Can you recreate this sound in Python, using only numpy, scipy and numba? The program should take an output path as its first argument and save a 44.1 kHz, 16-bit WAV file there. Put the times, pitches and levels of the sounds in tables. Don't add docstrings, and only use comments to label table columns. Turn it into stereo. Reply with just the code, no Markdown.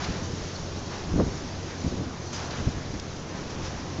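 import sys
import numpy as np
from scipy import signal
from scipy.fft import rfft, irfft
from scipy.io import wavfile
from scipy.ndimage import uniform_filter1d
from numba import njit

SR = 44100
rng = np.random.default_rng(int(sys.argv[2]) if len(sys.argv) > 2 else 0)


def persist_wave(psi):
    counts = np.round(np.clip(psi, -1, 1) * 32767).astype(np.int16)
    wavfile.write(sys.argv[1], SR, np.atleast_2d(counts).T)


N = 176400


def undb(db):
    return 10 ** (np.asarray(db) / 20)


def unit(x):
    return x / np.sqrt(np.mean(x ** 2))


def colour(x, points):
    hz, db = np.array(points).T
    bins_hz = np.maximum(np.fft.rfftfreq(N, 1 / SR), 1)
    gain = undb(np.interp(np.log(bins_hz), np.log(hz), db))
    return unit(irfft(rfft(x) * gain, N))


def noise():
    return rng.standard_normal(N)


def walk(rate_hz):
    hold = int(SR / rate_hz)
    steps = np.repeat(rng.standard_normal(N // hold + 1), hold)
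    return unit(uniform_filter1d(uniform_filter1d(steps, hold), hold)[:N])


def flicker(x, rate_hz, depth_db):
    edges_hz = np.geomspace(100, 8000, 12)
    band = np.searchsorted(edges_hz, np.fft.rfftfreq(N, 1 / SR))
    spectrum = rfft(x)
    return sum(irfft(spectrum * (band == k), N) * undb(depth_db * walk(rate_hz))
               for k in range(len(edges_hz) + 1))


@njit
def svf(x, hz, width_hz):
    out = np.empty((2, len(x)))
    band_state, low_state = 0., 0.
    for i in range(len(x)):
        g, damping = np.tan(np.pi * hz[i] / SR), width_hz[i] / hz[i]
        band = (band_state + g * (x[i] - low_state)) / (1 + g * (g + damping))
        out[0, i], out[1, i] = low_state + g * band, damping * band
        band_state, low_state = 2 * band - band_state, low_state + 2 * g * band
    return out


def swell(t, peak_s, rise_s, decay_s):
    return np.exp(-(np.minimum(t - peak_s, 0) / rise_s) ** 2 - np.maximum(t - peak_s, 0) / decay_s)


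def town(t):
    # freq_hz, gain_db
    spectrum = [(20, -6.5), (40, -11), (62, -2.5), (100, -4.5), (165, -2.5), (215, -6), (320, -5.5),
                (430, -9), (660, -13), (880, -14.5), (1500, -19.5), (2500, -25), (7000, -43.5)]
    # time_s, level_db
    levels = [(0, -35), (.7, -36.5), (1.5, -36), (1.9, -36), (2.25, -36.5), (2.5, -35), (3.0, -36),
              (3.2, -36), (4, -36)]
    level_db = np.interp(t, *np.array(levels).T) + 0.6 * walk(5.46)
    return undb(level_db) * colour(flicker(noise(), rate_hz=12, depth_db=1.0), spectrum)


def motor():
    # multiple, level_db
    harmonics = [(2, -43), (3, -49), (4, -53)]
    fundamental_hz, wander, waver_db = 44.85, 0.014, 2.5
    phase = 2 * np.pi * np.cumsum(fundamental_hz * (1 + wander * walk(4.99))) / SR
    return sum(undb(db + waver_db * walk(6.08)) * unit(np.sin(k * phase)) for k, db in harmonics)


def crackle():
    contacts_per_s, spread_db = 3000, 2
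    size = undb(spread_db * np.minimum(rng.exponential(size=N), 6))
    contacts = (rng.random(N) < contacts_per_s / SR) * size * np.sign(noise())
    near = undb(-4.5) * unit(contacts)
    far = undb(-2.5) * noise()
    return flicker(near + far, rate_hz=35.13, depth_db=0.3)


def scratches():
    scratches_per_s, spread_db, decay_s = 130, 2, 0.013
    low_hz, high_hz = 3714, 6900
    age = np.arange(4096) / SR
    out = np.zeros(N + len(age))
    for when, pitch, size in rng.random((int(scratches_per_s * N / SR), 3)):
        hz = low_hz + pitch * (high_hz - low_hz)
        gain = undb(spread_db * min(-np.log(1 - size), 3))
        start = int(when * N)
        out[start:start + len(age)] += gain * np.exp(-age / decay_s) * np.sin(2 * np.pi * hz * age)
    return unit(out[:N])


def leaves(t):
    # time_s, level_db
    bed_levels = [(0, -42.5), (.25, -43), (.7, -43.5), (.92, -43.5), (1.15, -44.5), (1.4, -43),
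                  (1.64, -45.5), (1.75, -43.5), (1.95, -44.5), (2.1, -48), (2.28, -44), (2.65, -43),
                  (2.87, -46), (3.25, -46.5), (3.55, -45.5), (3.85, -46), (4, -44.5)]
    # freq_hz, gain_db
    rustle_spectrum = [(500, -15), (1300, -7.5), (2200, -7), (3200, -1), (4500, -0.5), (5200, 1.5),
                       (5800, 2), (6400, 0.7), (7200, -3.5), (8000, -11.5)]
    # peak_s, rise_s, decay_s, scrape_db, hiss_db
    flurries = [(.04, .06, 0.064, -35.5, -41), (.12, 0.054, 0.19, -41, -52), (.94, 0.038, 0.099, -40, -55),
                (1.72, .06, 0.088, -44, -57.5), (2.335, .009, 0.059, -40, -37.5),
                (2.40, 0.029, .1, -39.5, -47.5), (2.525, .02, 0.16, -38, -56),
                (3.38, 0.064, .05, -45.5, -65), (3.51, .016, .026, -54, -47),
                (3.665, 0.049, 0.075, -43, -41.5), (3.76, 0.085, .2, -47, -63)]
    # freq_hz, gain_db
    scrape_spectrum = [(200, -3), (500, 3), (1000, 3.5), (1700, 1.5), (2800, -4.5), (4500, -9.5),
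                       (8000, -27.5)]
    rustle_power = undb(np.interp(t, *np.array(bed_levels).T)) ** 2
    scrape_power = np.zeros(N)
    for peak_s, rise_s, decay_s, scrape_db, hiss_db in flurries:
        slide = swell(t, peak_s, rise_s, decay_s)
        scrape_power += (undb(scrape_db) * slide) ** 2
        rustle_power += (undb(hiss_db) * slide) ** 2
    rustle = unit(colour(crackle(), rustle_spectrum) + undb(-9) * scratches())
    rustle *= undb(.5 * walk(30.1))
    scrape = colour(crackle(), scrape_spectrum)
    return np.sqrt(rustle_power) * rustle + np.sqrt(scrape_power) * scrape


def ticks(t):
    # peak_s, level_db, pitch_hz, width_hz, decay_s
    strikes = [(.043, -36.5, 2600, 2600, .012), (.043, -35, 5200, 3500, .0058),
               (.557, -38.5, 4390, 200, .012), (1.375, -44, 5300, 2200, .012),
               (2.331, -38.5, 6200, 2600, .05), (2.345, -40.5, 5050, 400, .04),
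               (2.507, -41, 4330, 1600, .016), (2.998, -27.5, 5500, 6000, .0013),
               (3.657, -42.5, 5100, 400, 0.022)]
    out = np.zeros(N)
    for peak_s, level_db, pitch_hz, width_hz, decay_s in strikes:
        band = np.full(N, float(pitch_hz)), np.full(N, float(width_hz))
        _, ring = svf(noise(), *band)
        _, ring = svf(ring, *band)
        out += undb(level_db) * swell(t, peak_s, rise_s=.0005, decay_s=decay_s) * unit(ring)
    return out


def buffeting(t):
    # peak_s, half_length_s, flutter_db, rumble_db
    gusts = [(0.101, 0.013, -30, -34.5), (.224, 0.0087, -29.5, -40), (0.293, .016, -43, -35),
             (0.335, 0.0063, -31.5, -49), (0.427, 0.014, -39, -42), (1.095, .02, -36.5, -35.5),
             (1.143, .01, -25.5, -24), (1.165, .009, -24.5, -26), (1.203, .02, -19, -36),
             (1.235, .007, -30, -29), (1.273, 0.012, -29.5, -29.5), (1.31, 0.037, -39.5, -36),
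             (1.848, 0.0069, -26.5, -40), (1.873, .011, -30, -28.5), (1.937, 0.021, -30.5, -41),
             (2.001, 0.025, -28, -39.5), (2.075, .0094, -31, -37), (2.606, 0.015, -32, -32),
             (2.658, 0.018, -33.5, -36), (2.679, 0.01, -25.5, -30), (2.776, 0.02, -33.5, -38),
             (2.91, .01, -38, -37), (2.949, 0.016, -33, -37), (3.605, 0.024, -38, -37),
             (3.995, 0.0065, -26.5, -30)]
    # freq_hz, gain_db
    rumble_spectrum = [(15, -20), (35, -1.5), (58, -2), (90, -4), (180, -21.5), (600, -54)]
    reference_hz, reference_db, octaves_per_db = 293.6, -23.5, 0.1
    rumble_stretch = 1.26
    flutter_power, rumble_power = np.full(N, 1e-8), np.zeros(N)
    for peak_s, half_s, flutter_db, rumble_db in gusts:
        offset = (t - peak_s) / half_s
        flutter_power += undb(flutter_db) ** 2 * np.exp(-offset ** 2)
        rumble_power += undb(rumble_db) ** 2 * np.exp(-(offset / rumble_stretch) ** 2)
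    excess_db = np.maximum(10 * np.log10(flutter_power) - reference_db, -3)
    flutter_hz = reference_hz * 2 ** (octaves_per_db * excess_db)
    top_hz = 2.3 * flutter_hz
    air = signal.sosfilt(signal.butter(2, 79, "high", fs=SR, output="sos"), noise())
    flutter, _ = svf(air, flutter_hz, 1.12 * flutter_hz)
    flutter, _ = svf(flutter, top_hz, np.sqrt(2) * top_hz)
    flutter /= np.sqrt(uniform_filter1d(flutter ** 2, size=900))
    rumble = colour(noise(), rumble_spectrum)
    return np.sqrt(flutter_power) * flutter + np.sqrt(rumble_power) * rumble


def thumps(t):
    # centre_s, half_length_s, peak_db
    eddies = [(.226, 0.0011, -22.5), (.339, 0.0011, -25.5), (1.1615, 0.0015, -19), (1.1997, 0.00021, -19.5),
              (1.8667, 0.0013, -14), (2.6738, 0.0016, -13)]
    out = np.zeros(N)
    for centre_s, half_s, peak_db in eddies:
        offset = (t - centre_s) / half_s
        out += undb(peak_db) * offset * np.exp(.5 - .5 * offset ** 2)
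    return out


def scene():
    t = np.arange(N) / SR
    mono = town(t) + motor() + leaves(t) + ticks(t) + buffeting(t) + thumps(t)
    return np.array([mono, mono])


def record(dry):
    overload, roll_off_hz, top_hz = 0.57, 7080, 8000
    rounded = overload * np.tanh(dry / overload)
    dulled = signal.sosfilt(signal.butter(14, roll_off_hz, fs=SR, output="sos"), rounded)
    return signal.sosfilt(signal.ellip(8, .2, 70, top_hz, fs=SR, output="sos"), dulled)


dry = scene()
out = record(dry)
persist_wave(out)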